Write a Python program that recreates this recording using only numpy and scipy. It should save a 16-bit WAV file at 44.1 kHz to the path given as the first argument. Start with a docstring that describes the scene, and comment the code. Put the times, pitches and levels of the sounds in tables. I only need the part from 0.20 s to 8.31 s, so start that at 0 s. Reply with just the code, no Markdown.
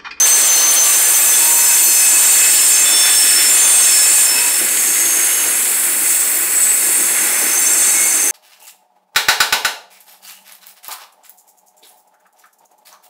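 """Piercing wheel squeals over a bright flange hiss: loaded freight cars round a curve close by, under a rock face.
Treads creep sideways on the rail and lock one wheel mode after another: sines plus narrow noise.
Flanges grind with hiss, sizzle, rasp and disc ringing; rolling adds rumble, roar and rail ring: all filtered noise.
Other wheels chime faintly and bogies jolt. A limiter flattens the loudest screeching; both channels are equal."""
import sys
import numpy as np
from scipy import signal
from scipy.fft import rfft, irfft, next_fast_len
from scipy.io import wavfile
from scipy.ndimage import uniform_filter1d, minimum_filter1d

SR = 44100
rng = np.random.default_rng(int(sys.argv[2]) if len(sys.argv) > 2 else 0)


def file_out(sig):
    """Save sig as 16-bit WAV at sys.argv[1]."""
    # one column per channel
    cols = np.atleast_2d(sig).T
    # limit, then scale
    lim = np.clip(cols, -1, 1)
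    pcm = np.round(lim * 32767).astype(np.int16)
    wavfile.write(sys.argv[1], SR, pcm)


N = 357651
TIME = np.arange(N) / SR
BINS_HZ = np.maximum(np.fft.rfftfreq(next_fast_len(N), 1 / SR), 1)


def from_db(db):
    """Decibels to amplitude gain."""
    return 10 ** (np.asarray(db) / 20)


def rms_one(x):
    """Scale to unit power."""
    return x / np.sqrt(np.mean(np.abs(x) ** 2) + 1e-20)


def in_time(rows):
    """Interpolate each column of a curve over TIME; the first column is time_s."""
    time_s, *columns = np.transpose(rows)
    return [np.interp(TIME, time_s, column) for column in columns]


def drift(rate_hz, size=N):
    """Smooth random signal of rms about 1 that changes about rate_hz times a second."""
    step = 10   # samples per slow point
    pole = np.exp(-2 * np.pi * rate_hz * step / SR)
    noise = rng.standard_normal(size // step + 4002)
    slow = signal.lfilter([1], [1, -2 * pole, pole * pole], noise)[4000:]   # skip the settling
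    return np.interp(np.arange(size) / step, np.arange(len(slow)), rms_one(slow))


def colour(points):
    """Amplitude gain at every bin from a short spectrum, interpolated over log frequency."""
    hz, db = np.transpose(points)
    return from_db(np.interp(np.log(BINS_HZ), np.log(hz), db))


def shaped(force, gain):
    """A contact force heard through a frequency response; rms 1."""
    size = next_fast_len(N)
    return rms_one(irfft(rfft(force, size) * gain, size)[:N])


def friction(flutter_db, rate_hz):
    """Random contact force whose strength flutters as the surfaces catch and slip."""
    return rng.standard_normal(N) * from_db(flutter_db * drift(rate_hz))


def singing_mode(pitch_hz, rough, width_hz, wobble=0.000903):
    """A self-excited wheel mode: a steady sine plus its reflections, smeared by the motion of the cars."""
    size = len(pitch_hz)
    rough = np.clip(rough, 0, 1)
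    wobbling_hz = pitch_hz * (1 + wobble * drift(14.96, size))
    phase = 2 * np.pi * np.cumsum(wobbling_hz) / SR
    cosine_part = drift(0.86 * width_hz, size) * np.cos(phase)
    sine_part = drift(0.69 * width_hz, size) * np.sin(phase)
    return np.sqrt(2 * (1 - rough)) * np.sin(phase) + np.sqrt(rough) * (cosine_part + sine_part)


# flange bites: centre_s, length_s (between 1/e points), rise_db
FLANGE_BITES = [(0.082, 0.044, 6.5), (0.193, 0.081, 5), (.272, .025, 6), (0.372, 0.044, 5), (.54, .036, 10),
                (.68, .1, 3.5), (1.33, 0.053, 0), (2.49, 0.045, 5), (4.0, .08, 5), (5.92, 0.12, 3.5),
                (6.654, 0.1, 2)]


def bite_db():
    """A flange bites hard: a short smooth bump in the grinding level."""
    return sum(db * np.exp(-(2 * (TIME - when) / length) ** 2) for when, length, db in FLANGE_BITES)


# wheel modes locking into squeals:
# start_s, length_s, build_up_s, mid_pitch_hz, level_db (before surge and bite), roughness (0 clean, 1 rough)
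WHEEL_SQUEALS = [ (0, .88, 0.0024, 6220, -11, 0.12), (0, 0.78, 0.006, 4280, -28.5, 1),
                 (0, .28, .02, 1703, -38, 0.8), (0, 1.63, .4, 9140, -25, 0.8),
                 (0, 2.5, .2, 7210, -22.5, 1.1), (0, 0.73, .01, 13585, -27, .8),
                 (.04, 0.26, 0.025, 8230, -13.5, 0.45), (.3, 0.54, .1, 1163, -37, 0.76),
                 (.45, 2.3, .5, 13535, -21, .75), (.6, .5, .15, 8555, -22, .6),
                 (1.5, .9, .2, 936, -39, .45), (0.693, 0.62, 0.19, 1707, -36, 0.5),
                 (0.697, 4.2, 0.3, 2567, -30.5, 0.65), (0.748, 1.58, .1, 6210, -20, 0.52),
                 (0.749, 1.14, 0.14, 8085, -18, .45), (1.048, 0.24, 0.088, 3460, -27.5, 0.15),
                 (1.05, .26, .1, 5250, -29, 0.3), (1.36, 0.26, 0.11, 5270, -25, 0.2),
                 (1.133, 0.6, 0.12, 936, -33, 0.1), (1.152, 0.34, .1, 4335, -32.5, 0.3),
                 (1.453, 0.36, .18, 4330, -25.5, .3), (1.652, .29, .04, 5238, -23, 0.1),
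                 (1.723, 0.44, .08, 8200, -17.5, 0.9), (1.897, 2.9, .15, 6430, -33, 0.7),
                 (1.947, 0.75, 0.12, 7290, -16.5, .7), (1.952, 2.6, 1, 9210, -19, 0.83),
                 (2.15, 0.6, 0.11, 5290, -25.5, 0.45), (2.35, 1, 0.097, 8270, -17.5, 0.66),
                 (2.481, .28, 0.058, 7298, -13, 0.4), (2.498, 0.17, .04, 6360, -17, .3),
                 (2.619, 0.49, 0.11, 6390, -21.5, .55), (2.57, 0.43, 0.18, 3505, -20.5, 0.16),
                 (2.618, 0.34, .12, 5390, -18.5, 0.2), (2.758, 0.47, 0.062, 1713, -32, 0.2),
                 (2.717, 1.66, 0.064, 7325, -21, 0.74), (2.8, 0.97, .2, 8470, -21, 0.8),
                 (2.798, 1.1, 0.22, 11300, -28.5, .6), (2.92, 0.45, 0.067, 5358, -17, 0.48),
                 (3.0, 0.9, 0.053, 3486, -29.5, 0.37), (3.1, 0.81, .25, 10050, -26, 0.5),
                 (3.268, 0.3, 0.045, 7280, -14, .4), (3.3, 0.32, 0.072, 9120, -11.5, .45),
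                 (3.328, 0.415, 0.072, 6350, -18, 0.2), (3.492, 0.2, .07, 8280, -10, 0.3),
                 (3.598, 0.35, 0.16, 5330, -18, 0.4), (3.853, 0.24, .1, 8400, -17, 0.6),
                 (3.881, .22, .08, 7260, -22, .5), (4.02, 0.22, 0.023, 5320, -21.5, 0.42),
                 (4.147, 0.37, .05, 5360, -30, 0.65), (4.09, 0.26, 0.048, 960, -36, 0.25),
                 (4.08, 0.23, 0.063, 2594, -27.5, 0.5), (4.3, 0.65, .2, 8580, -36, 0.5),
                 (4.42, 1.04, 0.32, 6485, -21, 0.9), (4.75, .47, .15, 9410, -24.5, .6),
                 (4.85, .55, .2, 2951, -37, .6), (5.3, 1.7, .2, 13610, -32.5, .9),
                 (5.75, .67, .15, 15042, -28.5, .45), (5.8, 1.6, .25, 8085, -27, .7),
                 (5.85, .8, .2, 10630, -29, .6), (5.9, .52, .15, 12912, -30.5, .6),
                 (5.95, .7, .15, 14547, -34.5, .6), (6.0, .7, .15, 14249, -35.5, .6),
                 (6.3, .35, .08, 8048, -15, .25), (6.4, .5, .12, 14985, -33, .6),
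                 (6.64, .22, .08, 8975, -22, .5), (6.747, 0.37, .06, 6430, -29.5, .8),
                 (6.947, 1.54, 0.55, 6260, -21, 0.86), (6.85, 1.68, 0.14, 841, -45, 0.7),
                 (6.954, 0.46, .2, 5350, -34, .6), (7.36, .23, .05, 9436, -21.5, .55),
                 (7.36, .26, .08, 7452, -21, .55), (7.38, .22, .06, 5518, -32.5, .55),
                 (7.72, 0.25, 0.084, 2182, -27, 0.6), (7.713, 0.63, .08, 6660, -32, .6)]
RELEASE_SHARE = 0.28   # last part of the squeal, dying away
SINK_PER_S = .0045   # share of mid pitch
CLEAN_WIDTH, ROUGH_WIDTH = 0.0043, 0.012   # width as a share of pitch; what full roughness adds
BITE_CHOKE, BITE_FEED = 2.2, 0.45   # dB per bite dB: lost by a clean squeal, gained by a rough one


def squeals(surge_db=2.0, surge_rate_hz=6):
    """Stick-slip builds a mode up, holds it in uneven surges, lets go; pitch sinks as the wheel goes by."""
    out, bite = np.zeros(N), bite_db()
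    for start, length, build_up, mid_hz, level_db, rough in WHEEL_SQUEALS:
        on = (TIME >= start) & (TIME < start + length)
        age = TIME[on] - start
        attack = np.minimum(age / build_up, 1)
        release = np.minimum((length - age) / (RELEASE_SHARE * length), 1)
        pitch_hz = mid_hz * (1 - SINK_PER_S * (age - length / 2))
        surge = surge_db * rough * drift(surge_rate_hz, len(age))   # a cleanly locked mode holds steady
        bitten = bite[on] * (BITE_FEED * rough - BITE_CHOKE * (1 - rough) ** 2)
        width_hz = mid_hz * (CLEAN_WIDTH + ROUGH_WIDTH * rough ** 2)
        mode = singing_mode(pitch_hz, rough, width_hz)
        out[on] += attack * release * from_db(level_db + surge + bitten) * mode
    return out


# flange grinding curves, before offsets and bites: time_s, grind_db, sizzle_db
GRIND_CURVE = [(0.0, -25.5, -23), (0.56, -27.5, -25.5), (0.83, -23, -18.5), (1.72, -21, -18),
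               (2.19, -17, -18.5), (2.73, -25.5, -21), (3.05, -22, -19), (3.88, -19, -19),
               (4.18, -26.5, -22), (4.77, -26, -21.5), (5.71, -29, -20), (6.28, -27, -23.5),
               (6.5, -27, -21.5), (7.05, -26.5, -21), (7.68, -24.5, -22), (8.11, -26.5, -21.5)]
# broad rasp of the hardest-pressed flanges: time_s, level_db
RASP_CURVE = [(0, -21), (.65, -19), (1.0, -23.5), (1.8, -24.5), (2.2, -21.5), (3.2, -19), (3.9, -22.5),
              (4.15, -25.5), (4.5, -28), (5.4, -28), (8.11, -66)]
# wheel-disc modes kept ringing by the grinding: centre_hz, width_hz (full, at -6 dB), relative_db
DISC_MODES = [(826, 30, -25.5), (1702, 26, -15), (2563, 270, -11.5), (2996, 150, -19.5), (3470, 51, -15.5),
              (3842, 78, -16.5), (4455, 220, -9.5), (5332, 200, -10), (6293, 300, -6.5), (7205, 97, -3),
              (8270, 210, 1), (8640, 220, -8.5), (9080, 200, -2.5)]
# hiss spectrum: freq_hz, relative_db_per_hz
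HISS_SPECTRUM = [(5600, -56), (6200, -22), (6600, -4.5), (6950, -4), (7250, -1), (7700, 3.5), (8100, 5),
                 (8600, 0.5), (9200, -3.5), (9600, -7.5), (10500, -17.5), (13000, -43)]
# sizzle spectrum: freq_hz, relative_db_per_hz
SIZZLE_SPECTRUM = [(6000, -49), (8000, -2), (9700, 3), (10700, 4), (11700, 1.5), (12400, -0.5), (13200, -7),
                   (14300, -5.5), (15400, -4)]
# rasp spectrum: freq_hz, relative_db_per_hz
RASP_SPECTRUM = [(2000, -16), (2900, 8), (4300, 3), (5700, 3), (8000, -16.5), (12000, -8), (14000, 4.5),
                 (15500, 2)]
HISS_DB, RINGING_DB, SIZZLE_DB = 7, 4, 2.5   # over the grind, grind and sizzle curves


def flanges():
    """Steel scraping steel: hiss near 8 kHz, finer sizzle above, broad rasp, ringing wheel discs."""
    bite = bite_db()
    grind_db, sizzle_db = [curve + bite for curve in in_time(GRIND_CURVE)]
    rasp_db = in_time(RASP_CURVE)[0]
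    catching = from_db(1.15 * drift(3.6))   # the flange bites and lets go
    hiss = from_db(grind_db + HISS_DB) * shaped(friction(1.5, rate_hz=120), colour(HISS_SPECTRUM))
    sizzle = from_db(sizzle_db + SIZZLE_DB) * shaped(friction(1.5, rate_hz=97), colour(SIZZLE_SPECTRUM))
    rasp = from_db(rasp_db) * shaped(friction(2.5, rate_hz=69), colour(RASP_SPECTRUM))
    mode_power = np.zeros(len(BINS_HZ))
    for centre_hz, width_hz, db in DISC_MODES:
        detune = 2 * (BINS_HZ - centre_hz) / width_hz
        mode_power += from_db(db) ** 2 / width_hz / (1 + detune ** 2) ** 2
    ringing = from_db(grind_db + RINGING_DB) * shaped(rng.standard_normal(N), np.sqrt(mode_power))
    return catching * (hiss + ringing) + sizzle + rasp


# rolling curves, before offsets: time_s, roar_db, rail_ring_db
ROLL_CURVE = [(0.0, -28, -28), (1.51, -31, -28.5), (1.67, -34, -30), (2.05, -29.5, -26.5), (2.26, -31, -24),
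              (2.33, -32.5, -28.5), (2.87, -28.5, -24), (2.98, -31.5, -28.5), (3.21, -32.5, -21.5),
              (3.45, -28, -26.5), (4.06, -32.5, -27), (4.54, -36, -29), (5.28, -33.5, -27.5),
              (5.38, -36.5, -29.5), (6.66, -35.5, -30), (7.07, -32, -26), (8.06, -34.5, -29),
              (8.11, -37, -28)]
# car-body rumble: time_s, level_db
RUMBLE_CURVE = [(0, -35.5), (.8, -38), (3.0, -37), (3.3, -35), (3.95, -38), (4.2, -37), (5.25, -33.5),
                (5.6, -36), (6.6, -35), (7.0, -32.5), (7.6, -34.5), (8.11, -34.5)]
# rumble spectrum: freq_hz, relative_db_per_hz
RUMBLE_SPECTRUM = [(25, -15), (62, -12), (100, -21), (140, -13), (195, -6.5), (235, -5), (285, 0.5),
                   (318, -0.5), (338, 7), (358, 0), (450, -2.5), (700, -17.5)]
# roar spectrum: freq_hz, relative_db_per_hz
ROAR_SPECTRUM = [(150, -42), (300, -16), (480, -2), (850, -0.5), (1200, 0), (2000, -12), (3200, -8.5),
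                 (4200, -5), (5800, -5.5), (8000, -23), (15000, -13)]
# rail-ring spectrum: freq_hz, relative_db_per_hz
RAIL_SPECTRUM = [(900, -47), (1300, -7.5), (1500, -1), (1750, -2), (2050, 2), (2400, -2.5), (2750, -3.5),
                 (3050, -14), (3400, -10), (5000, -38)]
ROAR_DB, RAIL_DB = 4.5, 1.5   # over the rolling curves


def rolling():
    """Rough treads shake the car bodies, roar on the track and set the rails ringing near 2 kHz."""
    roar_db, rail_db = in_time(ROLL_CURVE)
    rumble_db = in_time(RUMBLE_CURVE)[0]
    rumble = from_db(rumble_db) * shaped(friction(1.9, rate_hz=9.5), colour(RUMBLE_SPECTRUM))
    roar = from_db(roar_db + ROAR_DB) * shaped(rng.standard_normal(N), colour(ROAR_SPECTRUM))
    rail = from_db(rail_db + RAIL_DB) * shaped(friction(1.1, rate_hz=25), colour(RAIL_SPECTRUM))
    return rumble + roar + rail


def far_wheels(count=190, below_sizzle_db=-12.0, spread_db=3.0, dulling_db=2.5):
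    """Many other wheels chime faintly in their high modes, swelling with the sizzle curve."""
    out = np.zeros(N)
    for when, lasting, pitch, strength in rng.random((count, 4)):
        length_s = .3 + .6 * lasting
        place = (TIME - when * N / SR) / length_s
        on = np.abs(place) < .5
        pitch_hz = np.full(on.sum(), 7000 + 8600 * pitch)
        level_db = spread_db * (2 * strength - 1) + dulling_db * (1 - 2 * pitch)   # higher modes are weaker
        swell = np.cos(np.pi * place[on])
        out[on] += from_db(level_db) * swell * singing_mode(pitch_hz, rough=0.92, width_hz=26)
    sizzle_db = in_time(GRIND_CURVE)[1]
    return from_db(sizzle_db + below_sizzle_db) * out


# dull bogie jolts: start_s, level_db (before the trim)
BOGIE_JOLTS = [(4.15, -29), (4.404, -26.5), (5.25, -28), (6.785, -30), (7.01, -30), (7.21, -22.5),
               (7.588, -32), (8.022, -27)]
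# jolt spectrum: freq_hz, relative_db_per_hz
JOLT_SPECTRUM = [(30, 1), (90, 6), (140, -13), (200, 0.5), (320, 3.5), (500, 3), (1200, -15)]


def jolts(rise_s=0.017, trim_db=-2.0):
    """A bogie drops over a rough spot and the loaded body booms briefly."""
    blow = np.zeros(N)
    for when, level_db in BOGIE_JOLTS:
        age = np.maximum(TIME - when, 0) / rise_s
        blow += from_db(level_db + trim_db) * age * np.exp(1 - age)
    return blow * shaped(rng.standard_normal(N), colour(JOLT_SPECTRUM))


def scene():
    """Sum all sources at one microphone; two equal channels."""
    train = squeals() + flanges() + rolling() + far_wheels() + jolts()
    return np.stack([train, train])


CEILING = 0.7   # highest crest that the limiter passes
BASS_CUT_HZ, TOP_CUT_HZ = 160, 15680


def record(dry):
    """A very fast limiter flattens the crests of the screech; then the bass and the top are cut."""
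    crest = np.abs(signal.hilbert(dry[0], next_fast_len(N))[:N])
    gain = 1 / (1 + (crest / CEILING) ** 12) ** (1 / 12)
    gain = minimum_filter1d(gain, size=11)   # sizes in samples
    gain = uniform_filter1d(uniform_filter1d(gain, size=9), size=7)
    bass_cut = signal.butter(4, BASS_CUT_HZ, "high", fs=SR, output="sos")
    top_cut = signal.ellip(14, .1, 80, TOP_CUT_HZ, fs=SR, output="sos")
    return signal.sosfilt(top_cut, signal.sosfilt(bass_cut, dry * gain))


dry = scene()
out = record(dry)
file_out(out)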